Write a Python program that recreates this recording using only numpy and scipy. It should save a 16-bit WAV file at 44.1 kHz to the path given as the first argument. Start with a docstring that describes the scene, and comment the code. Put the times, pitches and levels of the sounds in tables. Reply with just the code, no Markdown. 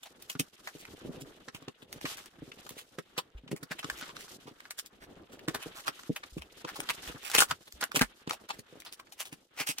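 """A small furnished room: a long cardboard box is cut open on someone's knees, heard by two spaced microphones.
Under a faint room tone, sleeves and fingers rustle over the board: clumped noise, ticking creases, creaking panels.
The box thuds on the legs as low dying sines, and hands knock its hollow panels, ringing eight modes.
Packing tape snaps and rips in short swarms of tiny breaks that ring the board and crackle in the tape.
Snaps, rips and knocks also get short echoes from feedback delays."""
import sys
import numpy as np
from scipy import signal
from scipy.fft import rfft, irfft, next_fast_len
from scipy.io import wavfile

SR = 44100
rng = np.random.default_rng(int(sys.argv[2]) if len(sys.argv) > 2 else 0)


def int16_out(signal):
    """Quantize to a 16-bit WAV file."""
    q = np.round(np.clip(np.atleast_2d(signal).T, -1, 1) * 32767)
    wavfile.write(sys.argv[1], SR, q.astype(np.int16))


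def to_linear_factor(level_db):
    """Convert decibel levels (scalar or array-like) to linear amplitude factors."""
    exponent = np.asarray(level_db, float) / 20
    return 10 ** exponent


N = 432180   # samples, 9.8 s

# Modes of the hollow panels. Each row: pitch in Hz, relative level in dB, time to fall 60 dB in seconds.
PANEL_MODES = [(125, -14, 0.013), (190, -16.5, .035), (238, -7.5, 0.026), (300, 0.5, 0.031),
               (424, 5, 0.027), (496, 5, 0.032), (676, 1.5, 0.014), (900, -2.5, 0.005)]
PANEL_TOP_HZ, BOARD_TOP_HZ = 640, 3920   # edges between panel, board and tape sounds


def rms_one(x):
    """Scales a sound to an rms of 1."""
    return x / np.sqrt(np.mean(x ** 2) + 1e-20)


def band(x, kind, hz, order=2):
    """Butterworth filter: low, high or band."""
    return signal.sosfilt(signal.butter(order, hz, kind, fs=SR, output="sos"), x)


def add(out, x, s):
    """Mixes a short sound in at time s."""
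    at = round(s * SR)
    x, at = x[max(-at, 0):], max(at, 0)
    out[at:at + len(x)] += x[:N - at]


def drift(rate_hz):
    """Slow random wander of rms 1: noise through two equal low-pass poles, one point every 40 samples."""
    pole = np.exp(-80 * np.pi * rate_hz / SR)
    noise = rng.standard_normal(N // 40 + 2002)
    slow = signal.lfilter([1], [1, -2 * pole, pole * pole], noise)[2000:]   # skips the settling
    return np.interp(np.arange(N) / 40, np.arange(len(slow)), rms_one(slow))


def grains(size, spread_db, alike):
    """Dense tiny breaks of very uneven size; each microphone hears a shared part and a scattered part."""
    sizes = to_linear_factor(spread_db * np.minimum(rng.exponential(1, size), 5))
    shared, left, right = rng.standard_normal((3, size))
    alike = np.clip(alike, 0, 1)
    scattered = np.array([left, right])
    return rms_one(sizes * (np.sqrt(alike) * shared + np.sqrt(1 - alike) * scattered))


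def ring(x, hz, t60):
    """A two-pole resonance: a unit click sets a sine of height 1 ringing, down 60 dB after t60 seconds."""
    pole, turn = to_linear_factor(-60 / (t60 * SR)), 2 * np.pi * hz / SR
    return signal.lfilter([0, np.sin(turn)], [1, -2 * pole * np.cos(turn), pole * pole], x + 1e-18)


def rustle_noise(spread_db):
    """Grains in the rustle's colour, alike at both microphones in the lows and scattered in the highs."""
    # Each row: frequency in Hz, gain of the rustle in dB.
    colour_rows = [(15, -38), (25, -6.5), (102, -9.5), (223, -4), (354, -2), (480, -6.5), (988, -7),
                   (1290, -2.5), (2350, -5), (2990, -1.5), (14800, -15.5), (16000, -40.5)]
    hz, colour_db = np.transpose(colour_rows)
    f = np.arange(N // 2 + 1) * SR / N + 1
    colour = to_linear_factor(np.interp(np.log(f), np.log(hz), colour_db))
    alike = .97 / (1 + (f / 620) ** 2)      # long waves reach both microphones alike
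    shared, own = rfft(grains(N, spread_db, alike=0.98)), rfft(grains(N, spread_db, alike=0))
    mixed = np.sqrt(alike) * shared + np.sqrt(1 - alike) * own
    return rms_one(irfft(mixed * colour, N))


def room_tone(level_db=-86.5):
    """Steady faint noise of the room, in the same colour as the rustle."""
    return to_linear_factor(level_db) * rustle_noise(spread_db=-6.0)


def creaks(per_s=90.0, lowest_hz=350):
    """As the box flexes, small slips come in spells and ring the upper panel modes."""
    chance = per_s * to_linear_factor(6 * drift(5.0)) / SR
    slips = rng.standard_normal(N) * (rng.random(N) < chance)
    return rms_one(sum(to_linear_factor(db) * ring(slips * rng.uniform(0.23, 1, N), hz, t60)
                       for hz, db, t60 in PANEL_MODES if hz > lowest_hz))


def ticks(per_s=250.0, cycles=4.6):
    """Creases flip one at a time: lone uneven ticks ring at one of ten pitches, each with its own offset in stereo."""
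    sizes = to_linear_factor(5.4 * np.minimum(rng.exponential(1, N), 3)) * (rng.random(N) < per_s / SR)
    dealt, out = rng.integers(0, 10, N), np.zeros((2, N))
    for k, hz in enumerate(np.geomspace(700, 6000, 10)):
        tick = band(ring(sizes * (dealt == k), hz, cycles / hz), "low", hz) * np.sqrt(hz)
        right = np.roll(tick, rng.integers(-10, 10)) * rng.choice([-1, 1])   # samples early or late, maybe flipped
        out += [tick, right]
    return rms_one(out)


def rustle(tick_db=-7.5, creak_db=-6.5):
    """Rubbing comes in clumps; it shakes the panels, scuffs the board and crackles the tape."""
    # The box shifting, its panels shaking. Each row: time in seconds, level in dB before the lift below.
    shaking_rows = [(0.0, -74), (0.6, -75.5), (1.0, -63), (1.13, -61), (1.74, -80), (1.99, -64.5),
                    (2.45, -78), (2.59, -65.5), (3.19, -79), (3.6, -71.5), (4.07, -69.5), (4.34, -67.5),
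                    (4.64, -79), (5.1, -65.5), (5.51, -63.5), (6.08, -73), (6.66, -70.5), (6.82, -63.5),
                    (8.24, -76), (8.43, -64.5), (8.68, -75), (8.74, -73.5), (9.55, -79.5), (9.8, -72)]
    # Hands and sleeves rubbing the board. Each row: time in seconds, level in dB before the lift below.
    rubbing_rows = [(0.0, -71), (0.68, -67), (0.84, -62.5), (1.91, -71), (2.1, -51.5), (2.34, -67.5),
                    (2.67, -66), (2.81, -71), (3.3, -72), (3.52, -74.5), (3.68, -68), (3.98, -55),
                    (4.45, -68.5), (5.08, -69.5), (5.65, -57), (6.41, -69), (6.69, -60), (6.79, -55.5),
                    (7.37, -55.5), (7.53, -69), (7.72, -72), (7.89, -62), (8.11, -67), (8.68, -66),
                    (9.47, -79.5), (9.61, -61.5), (9.75, -66), (9.8, -56)]
    # Loose tape crackling under the hands. Each row: time in seconds, level in dB before the lift below.
    crackle_rows = [(0.0, -73.5), (0.52, -70), (0.71, -63.5), (1.88, -79.5), (2.1, -50.5), (2.34, -81),
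                    (2.62, -63), (3.41, -91), (3.96, -59), (4.15, -62), (4.34, -58), (4.39, -70.5),
                    (5.27, -80), (5.65, -62.5), (6.47, -67.5), (6.93, -56), (7.4, -60), (7.51, -69),
                    (9.61, -80), (9.72, -59), (9.8, -53)]
    lifted = ((shaking_rows, 10), (rubbing_rows, 2), (crackle_rows, 7))   # lifts in dB
    shake, rub, crackle = [to_linear_factor(lift_db + np.interp(np.arange(N) / SR, *np.transpose(rows)))
                           for rows, lift_db in lifted]
    tape_share = 0.31      # above the dull range the scuff partly follows the tape
    bright_scuff = to_linear_factor(0.5) * rub ** (1 - tape_share) * crackle ** tape_share

    out = to_linear_factor(tick_db) * rub * ticks() + to_linear_factor(creak_db) * shake * creaks()
    together = drift(15.0)      # clumping that all ranges share
    dull_top_hz = 1800
    parts = [(shake, "low", PANEL_TOP_HZ, 3.5), (rub, "band", [PANEL_TOP_HZ, dull_top_hz], 2.5),
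             (bright_scuff, "band", [dull_top_hz, BOARD_TOP_HZ], 2.5), (crackle, "high", BOARD_TOP_HZ, 2.5)]
    for gain, kind, edge_hz, clump_db in parts:
        wander = np.clip(1.52 * together + 2.0 * drift(27.0), -5, 2)
        clumps = rms_one(to_linear_factor(clump_db * wander))
        out = out + rms_one(band(rustle_noise(spread_db=3.5), kind, edge_hz, order=3)) * clumps * gain
    return out


def thuds(t60=0.15, contact_s=0.005, lift_db=-5.5):
    """The whole box thuds on the legs: a low sine with a softened start that dies quickly."""
    # Each row: start in seconds, peak in dB before lift_db, pitch in Hz.
    thud_rows = [(0.914, -47, 88), (1.037, -48, 78), (2.406, -48, 62.5), (3.349, -32.5, 51.3),
                 (3.917, -44, 56.3), (5.005, -53, 46.4), (6.323, -40, 51.6), (6.39, -38, 69),
                 (7.075, -39, 53), (7.494, -41, 86.1), (7.738, -43, 61), (8.021, -33, 42)]
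    out, t = np.zeros(N), np.arange(SR // 3) / SR
    for s, db, hz in thud_rows:
        swing = np.sin(2 * np.pi * hz * t) * to_linear_factor(-60 * t / t60) * (1 - np.exp(-t / contact_s))
        add(out, to_linear_factor(db + lift_db) * swing / np.abs(swing).max(), s)
    return out


def knocks(away_db_per_octave=13.0, bounce_s=0.00644, bounce_db=-6.5, contact_cycles=0.09, lift_db=5):
    """A soft contact and its rebound strike every panel mode, most those near the pitch of the spot struck."""
    # Hands on the hollow panels. Each row: start in seconds, peak in dB before lift_db,
    # pitch in Hz favoured by the spot struck.
    knock_rows = [(0.352, -37.5, 204), (0.396, -31, 237), (0.751, -40.5, 386), (0.938, -44, 353),
                  (1.049, -34.5, 374), (1.066, -42, 240), (1.081, -42, 240), (1.093, -36.5, 280),
                  (1.172, -42, 324), (1.216, -42.5, 206), (1.231, -45.5, 222), (1.479, -44, 430),
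                  (1.546, -42.5, 178), (1.62, -48, 325), (1.679, -35, 285), (1.826, -46, 360),
                  (1.959, -45.5, 163), (2.044, -31, 350), (2.385, -51, 250), (2.421, -38, 290),
                  (2.477, -44.5, 267), (2.659, -47, 504), (2.709, -43, 348), (2.767, -44, 610),
                  (2.984, -33, 412), (3.179, -31.5, 493), (3.435, -48.5, 248), (3.462, -51, 280),
                  (3.491, -49, 300), (3.514, -32, 256), (3.529, -27, 300), (3.626, -42.5, 220),
                  (3.709, -39, 227), (3.844, -35.5, 300), (3.888, -43.5, 452), (4.023, -45, 242),
                  (4.384, -51, 320), (4.456, -47.5, 260), (4.478, -41, 404), (4.512, -47, 260),
                  (5.335, -47, 453), (5.481, -26, 283), (5.548, -37.5, 624), (5.66, -35, 450),
                  (5.884, -41, 420), (6.094, -25, 252), (6.105, -35, 282), (6.367, -30.5, 266),
                  (6.644, -34, 440), (6.791, -36, 440), (7.097, -36.5, 406), (7.147, -42.5, 202),
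                  (7.35, -32, 500), (7.384, -32, 430), (7.419, -34, 447), (7.513, -44.5, 124),
                  (7.826, -35.5, 610), (7.945, -32.5, 450), (7.968, -29, 314), (8.012, -20, 220),
                  (8.274, -31, 243), (8.307, -39, 517), (8.589, -42.5, 324), (8.725, -46, 480),
                  (8.755, -45, 490), (8.771, -51, 476), (9.325, -42.5, 212), (9.604, -38.5, 382),
                  (9.692, -39, 303)]
    out, t = np.zeros(N), np.arange(SR // 6) / SR
    for s, db, spot_hz in knock_rows:
        luck = rng.normal(0, 1, (len(PANEL_MODES) + 1, 2))
        contact_s = contact_cycles / spot_hz      # low-pitched spots take a longer contact
        late = np.maximum(t - bounce_s * (1 + 0.21 * luck[-1, 0]), 0)
        rebound = to_linear_factor(bounce_db + 4.6 * luck[-1, 1]) * late ** 2 * np.exp(-late / contact_s)
        push = t ** 2 * np.exp(-t / contact_s) + rebound
        rings = np.zeros(len(t))
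        for (hz, level_db, t60), (level_luck, pitch_luck) in zip(PANEL_MODES, luck):
            away_db = away_db_per_octave * abs(np.log2(hz / spot_hz))
            gain = to_linear_factor(level_db + 1.3 * level_luck - away_db)
            rings -= gain * ring(push, hz * (1 + 0.074 * pitch_luck), t60)
        rings = band(rings, "high", PANEL_MODES[0][0], order=3)      # knocks keep little sound below the lowest panel mode
        add(out, to_linear_factor(db + lift_db) * rings / np.abs(rings).max(), s)
    return out


def snaps(ring_db=-11.0, hump_db=-5.0, pan_spread_db=1.9):
    """Glue lets go in a swarm of breaks that swells and dies; it rings the board and crackles in the taut tape."""
    # Tape and board snapping, sudden start. Each row: peak time in seconds, board level in dB,
    # board resonance in Hz, tape level in dB, time to fade by half in ms (held to 1-18).
    snap_rows = [(0.032, -46.5, 3550, -46, 11.5), (0.224, -60, 3300, -44, 4.7),
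                 (0.299, -37, 3680, -32, 6.8), (0.3528, -43.5, 1500, -67, 6),
                 (0.3977, -32.5, 3340, -22.5, 7.5), (0.675, -34.5, 1990, -42.5, 9.1),
                 (1.486, -37, 1550, -69, 3.3), (1.549, -41, 3160, -44, 13), (1.625, -49.5, 1300, -60, 4),
                 (1.684, -37.5, 1090, -60, 3.5), (1.9278, -44, 2440, -38, 4.9),
                 (2.013, -41.5, 2260, -46, 2.5), (2.0552, -31, 2300, -49, 8.3), (2.173, -51, 2530, -43, 12),
                 (2.259, -54, 1490, -49.5, 3.6), (2.519, -42, 3000, -80, 3.7), (2.666, -46, 1500, -52, 8.5),
                 (2.692, -51, 4360, -44.5, 22), (2.9875, -35.5, 1640, -44.5, 5.2),
                 (3.1809, -25, 990, -32, 9.7), (3.479, -49, 3130, -81, 9.8), (3.515, -44, 2620, -44.5, 9.8),
                 (3.564, -47.5, 2520, -45.5, 10), (3.632, -41.5, 1880, -43, 6),
                 (3.8308, -37, 1360, -58, 8.5), (3.8461, -31, 1420, -76, 2.6), (3.9, -30, 1860, -39, 4.6),
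                 (4.012, -40, 1520, -41, 1.8), (4.167, -37, 1340, -61, 2.7), (4.282, -50.5, 1500, -64, 2.4),
                 (4.655, -46, 1700, -74, 5), (4.709, -43.5, 2230, -37, 7.1), (4.8613, -71, 2780, -43, 6.9),
                 (5.393, -47.5, 2240, -58, 5), (5.484, -29, 1700, -36, 9), (5.547, -31, 1800, -36, 12),
                 (5.881, -25.5, 1420, -35.5, 6.7), (6.035, -42, 1470, -79, 2.7),
                 (6.163, -35, 3200, -38.5, 8.3), (6.6489, -34.5, 1060, -74, 3.8),
                 (6.7591, -40, 1050, -42.5, 45), (6.804, -30.5, 3180, -30.5, 0.76),
                 (6.8906, -29.5, 3640, -39, 7.2), (7.077, -42.5, 3080, -47, 32), (7.3, -38, 1790, -36, 6),
                 (7.3159, -38.5, 4000, -31, 1.8), (7.3515, -14, 1380, -14.5, 1.7),
                 (7.3772, -36.5, 4000, -26.5, 0.87), (7.3845, -17, 3750, -15, 8.7),
                 (7.405, -23.5, 1560, -17.5, 19), (7.4222, -17, 1515, -22.5, 3.5),
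                 (7.512, -25.5, 1400, -30, 3.5), (7.5151, -32.5, 1630, -55, 7),
                 (7.725, -61, 4400, -41, 1.3), (7.8273, -26, 1480, -49.5, 7),
                 (7.8401, -27.5, 1680, -27, 2.1), (7.96, -27, 1620, -31, 2.4),
                 (7.9943, -26.5, 2180, -31, 3), (8.0135, -20, 1800, -25.5, 12.7),
                 (8.2756, -36.5, 1030, -54, 3.7), (8.296, -35, 2940, -35.5, 6.1),
                 (8.31, -27, 1390, -45, 1.6), (8.491, -43, 1500, -44, 4), (8.851, -52, 3000, -49, 10),
                 (8.803, -61, 3400, -43.5, 5), (8.821, -46.5, 2500, -53.5, 1.7),
                 (8.8653, -43.5, 4870, -50.5, 21.5), (8.9262, -57, 3400, -40.5, 11),
                 (9.071, -54, 2050, -77, 4), (9.1243, -52, 835, -45.5, 9.3),
                 (9.2548, -47.5, 3600, -43.5, 22), (9.6717, -34.5, 2990, -32, 9.4)]
    # Short rips that swell before they fade. Each row: peak time in seconds, board level in dB,
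    # board resonance in Hz, tape level in dB, time to fade by half in ms (held to 1-18).
    rip_rows = [(0.0635, -44.5, 796, -50.5, 7.1), (0.3145, -60, 3340, -42.5, 15),
                (0.805, -61, 3000, -50, 16), (0.854, -45, 2220, -53, 3.5), (1.014, -56, 1230, -80, 12),
                (1.16, -54, 3020, -74, 5.2), (1.2153, -75, 3380, -44.5, 7.2), (1.8268, -47, 3730, -52, 4.8),
                (2.59, -52, 2840, -69, 3.1), (2.795, -45, 4070, -43.5, 16), (3.17, -47.5, 1420, -72, 4.4),
                (3.383, -55.5, 3030, -70, 8.3), (3.72, -32.5, 1880, -44, 7.4),
                (3.7932, -33.5, 3180, -40.5, 4.9), (3.985, -51, 2500, -44.5, 18),
                (4.03, -39, 1540, -63, 11), (4.065, -48, 1520, -58, 4.4), (4.0984, -44, 1140, -62, 13),
                (4.21, -52, 2470, -47.5, 17), (4.4812, -47, 970, -58, 11.5), (4.605, -43, 1800, -51, 2.6),
                (4.7913, -40, 1790, -32.5, 7.2), (5.034, -50.5, 1860, -56.5, 15),
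                (5.335, -54, 1490, -54, 12), (5.63, -41.5, 3100, -44, 9.1), (5.777, -45, 1400, -45, 16),
                (5.803, -45.5, 2020, -42.5, 5.7), (5.872, -33.5, 1010, -39, 6.5),
                (5.996, -40, 1510, -48, 2.7), (6.238, -38, 1800, -61, 3.4), (6.384, -46.5, 3000, -50, 6.5),
                (6.421, -45.5, 2950, -53, 6.9), (6.692, -39.5, 1730, -49, 13),
                (6.9043, -25, 2280, -29.5, 5), (7.267, -39, 3000, -38, 19), (7.354, -23, 2340, -24, 11.5),
                (7.503, -42, 1510, -44, 13.5), (7.68, -49, 4500, -49.5, 4.9), (7.815, -35, 2010, -33, 4.3),
                (7.9183, -31.5, 1320, -38.5, 2), (7.966, -25.5, 3320, -23.5, 9.1),
                (8.328, -41, 790, -42.5, 13.5), (8.5074, -29, 1040, -46, 5.9), (8.541, -48, 2020, -51, 7.9),
                (8.5936, -44.5, 2230, -39, 3.2), (8.999, -41, 1300, -49.5, 3.3),
                (9.21, -37.5, 3080, -34.5, 12), (9.3328, -45, 2850, -46, 7.8),
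                (9.607, -31, 2700, -31.5, 16.1), (9.6968, -34, 3300, -26.5, 13.7),
                (9.7867, -43, 3200, -28, 2.1)]
    # Added to each row: swell in ms, powers of time in swell and fade (1 pointed, 2 rounded), opening break.
    rows = [(*row, 1.8, 1.1, 1.5, to_linear_factor(20)) for row in snap_rows]      # opens with one break 20 dB above the swarm
    rows += [(*row, row[-1], 1.6, 1.5, 0) for row in rip_rows]        # swells as slowly as it fades
    hump_ratio, ring_cycles = 1.35, 14      # the hump spans resonance / ratio to resonance * ratio
    out, t = np.zeros((2, N)), np.arange(-SR // 20, SR // 8) / SR
    for s, board_db, hz, tape_db, fade_ms, swell_ms, swell_shape, fade_shape, first in rows:
        away_ms = np.abs(t) * 1000
        halvings = np.where(t < 0, (away_ms / max(swell_ms, .3)) ** swell_shape,
                            (away_ms / np.clip(fade_ms, 1, 18)) ** fade_shape)
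        # The swarm stutters by 4 dB, at a pace below 350 Hz.
        lumps = to_linear_factor(4 * rms_one(band(rng.standard_normal(len(t)), "low", 350)))
        swarm = rms_one(grains(len(t), spread_db=3.0, alike=0.68) * lumps) + first * (t == 0)

        board = rms_one(band(band(swarm, "high", PANEL_TOP_HZ, order=3), "low", BOARD_TOP_HZ))
        hump = rms_one(band(board, "band", [hz / hump_ratio, hz * hump_ratio]))
        ringing = rms_one(ring(board, hz, ring_cycles / hz))
        board = rms_one(board + to_linear_factor(hump_db) * hump + to_linear_factor(ring_db) * ringing)
        tape = rms_one(band(band(swarm, "high", 2220), "low", 8500, order=1))
        both = (to_linear_factor(board_db) * board + to_linear_factor(tape_db) * tape) * .5 ** halvings

        lag_s = rng.normal(0.1, 0.24) / 1000      # the path to each microphone differs; left is mostly later
        pan_db = rng.normal(0, pan_spread_db)
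        add(out[0], both[0] * to_linear_factor(pan_db / 2), s + t[0] + lag_s / 2)
        add(out[1], both[1] * to_linear_factor(-pan_db / 2), s + t[0] - lag_s / 2)
    return out


def room(x, t60=0.063):
    """Echoes of the small room: six feedback delays a side, dying over t60 seconds."""
    size = next_fast_len(N + SR)
    bins = np.arange(size // 2 + 1)
    echo = np.zeros((2, len(bins)), complex)
    for k, lag in enumerate((rng.uniform(0.0044, 0.016, 12) * SR).astype(int)):
        loop = to_linear_factor(-60 * lag / SR / t60) * np.exp(-2j * np.pi * lag * bins / size)
        echo[k % 2] += loop / (1 - loop) * (-1) ** (k // 2)
    return irfft(rfft(x, size) * echo, size)[:, :N]


def scene():
    """Knocks and snaps get the room's echoes; thuds, rustle and room tone stay dry."""
    background = room_tone() + rustle() + thuds()
    blows = knocks() * to_linear_factor([[-.3], [.3]]) + snaps()      # knocks lean slightly right
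    return background + blows + to_linear_factor(-7) * room(blows.mean(axis=0))


def roll_off(x):
    """The treble ends steeply here."""
    return signal.sosfilt(signal.butter(12, 16850, fs=SR, output="sos"), x)


def record(dry):
    """The highest peaks are rounded off and the very top is cut."""
    rounded = 0.72 * np.tanh(dry / 0.87)
    top_cut = signal.cheby2(10, 35, 1.03 * 16000, fs=SR, output="sos")      # 35 dB down from 16480 Hz up
    mix = signal.sosfilt(top_cut, rounded)
    return roll_off(mix)


dry = scene()
out = record(dry)
int16_out(out)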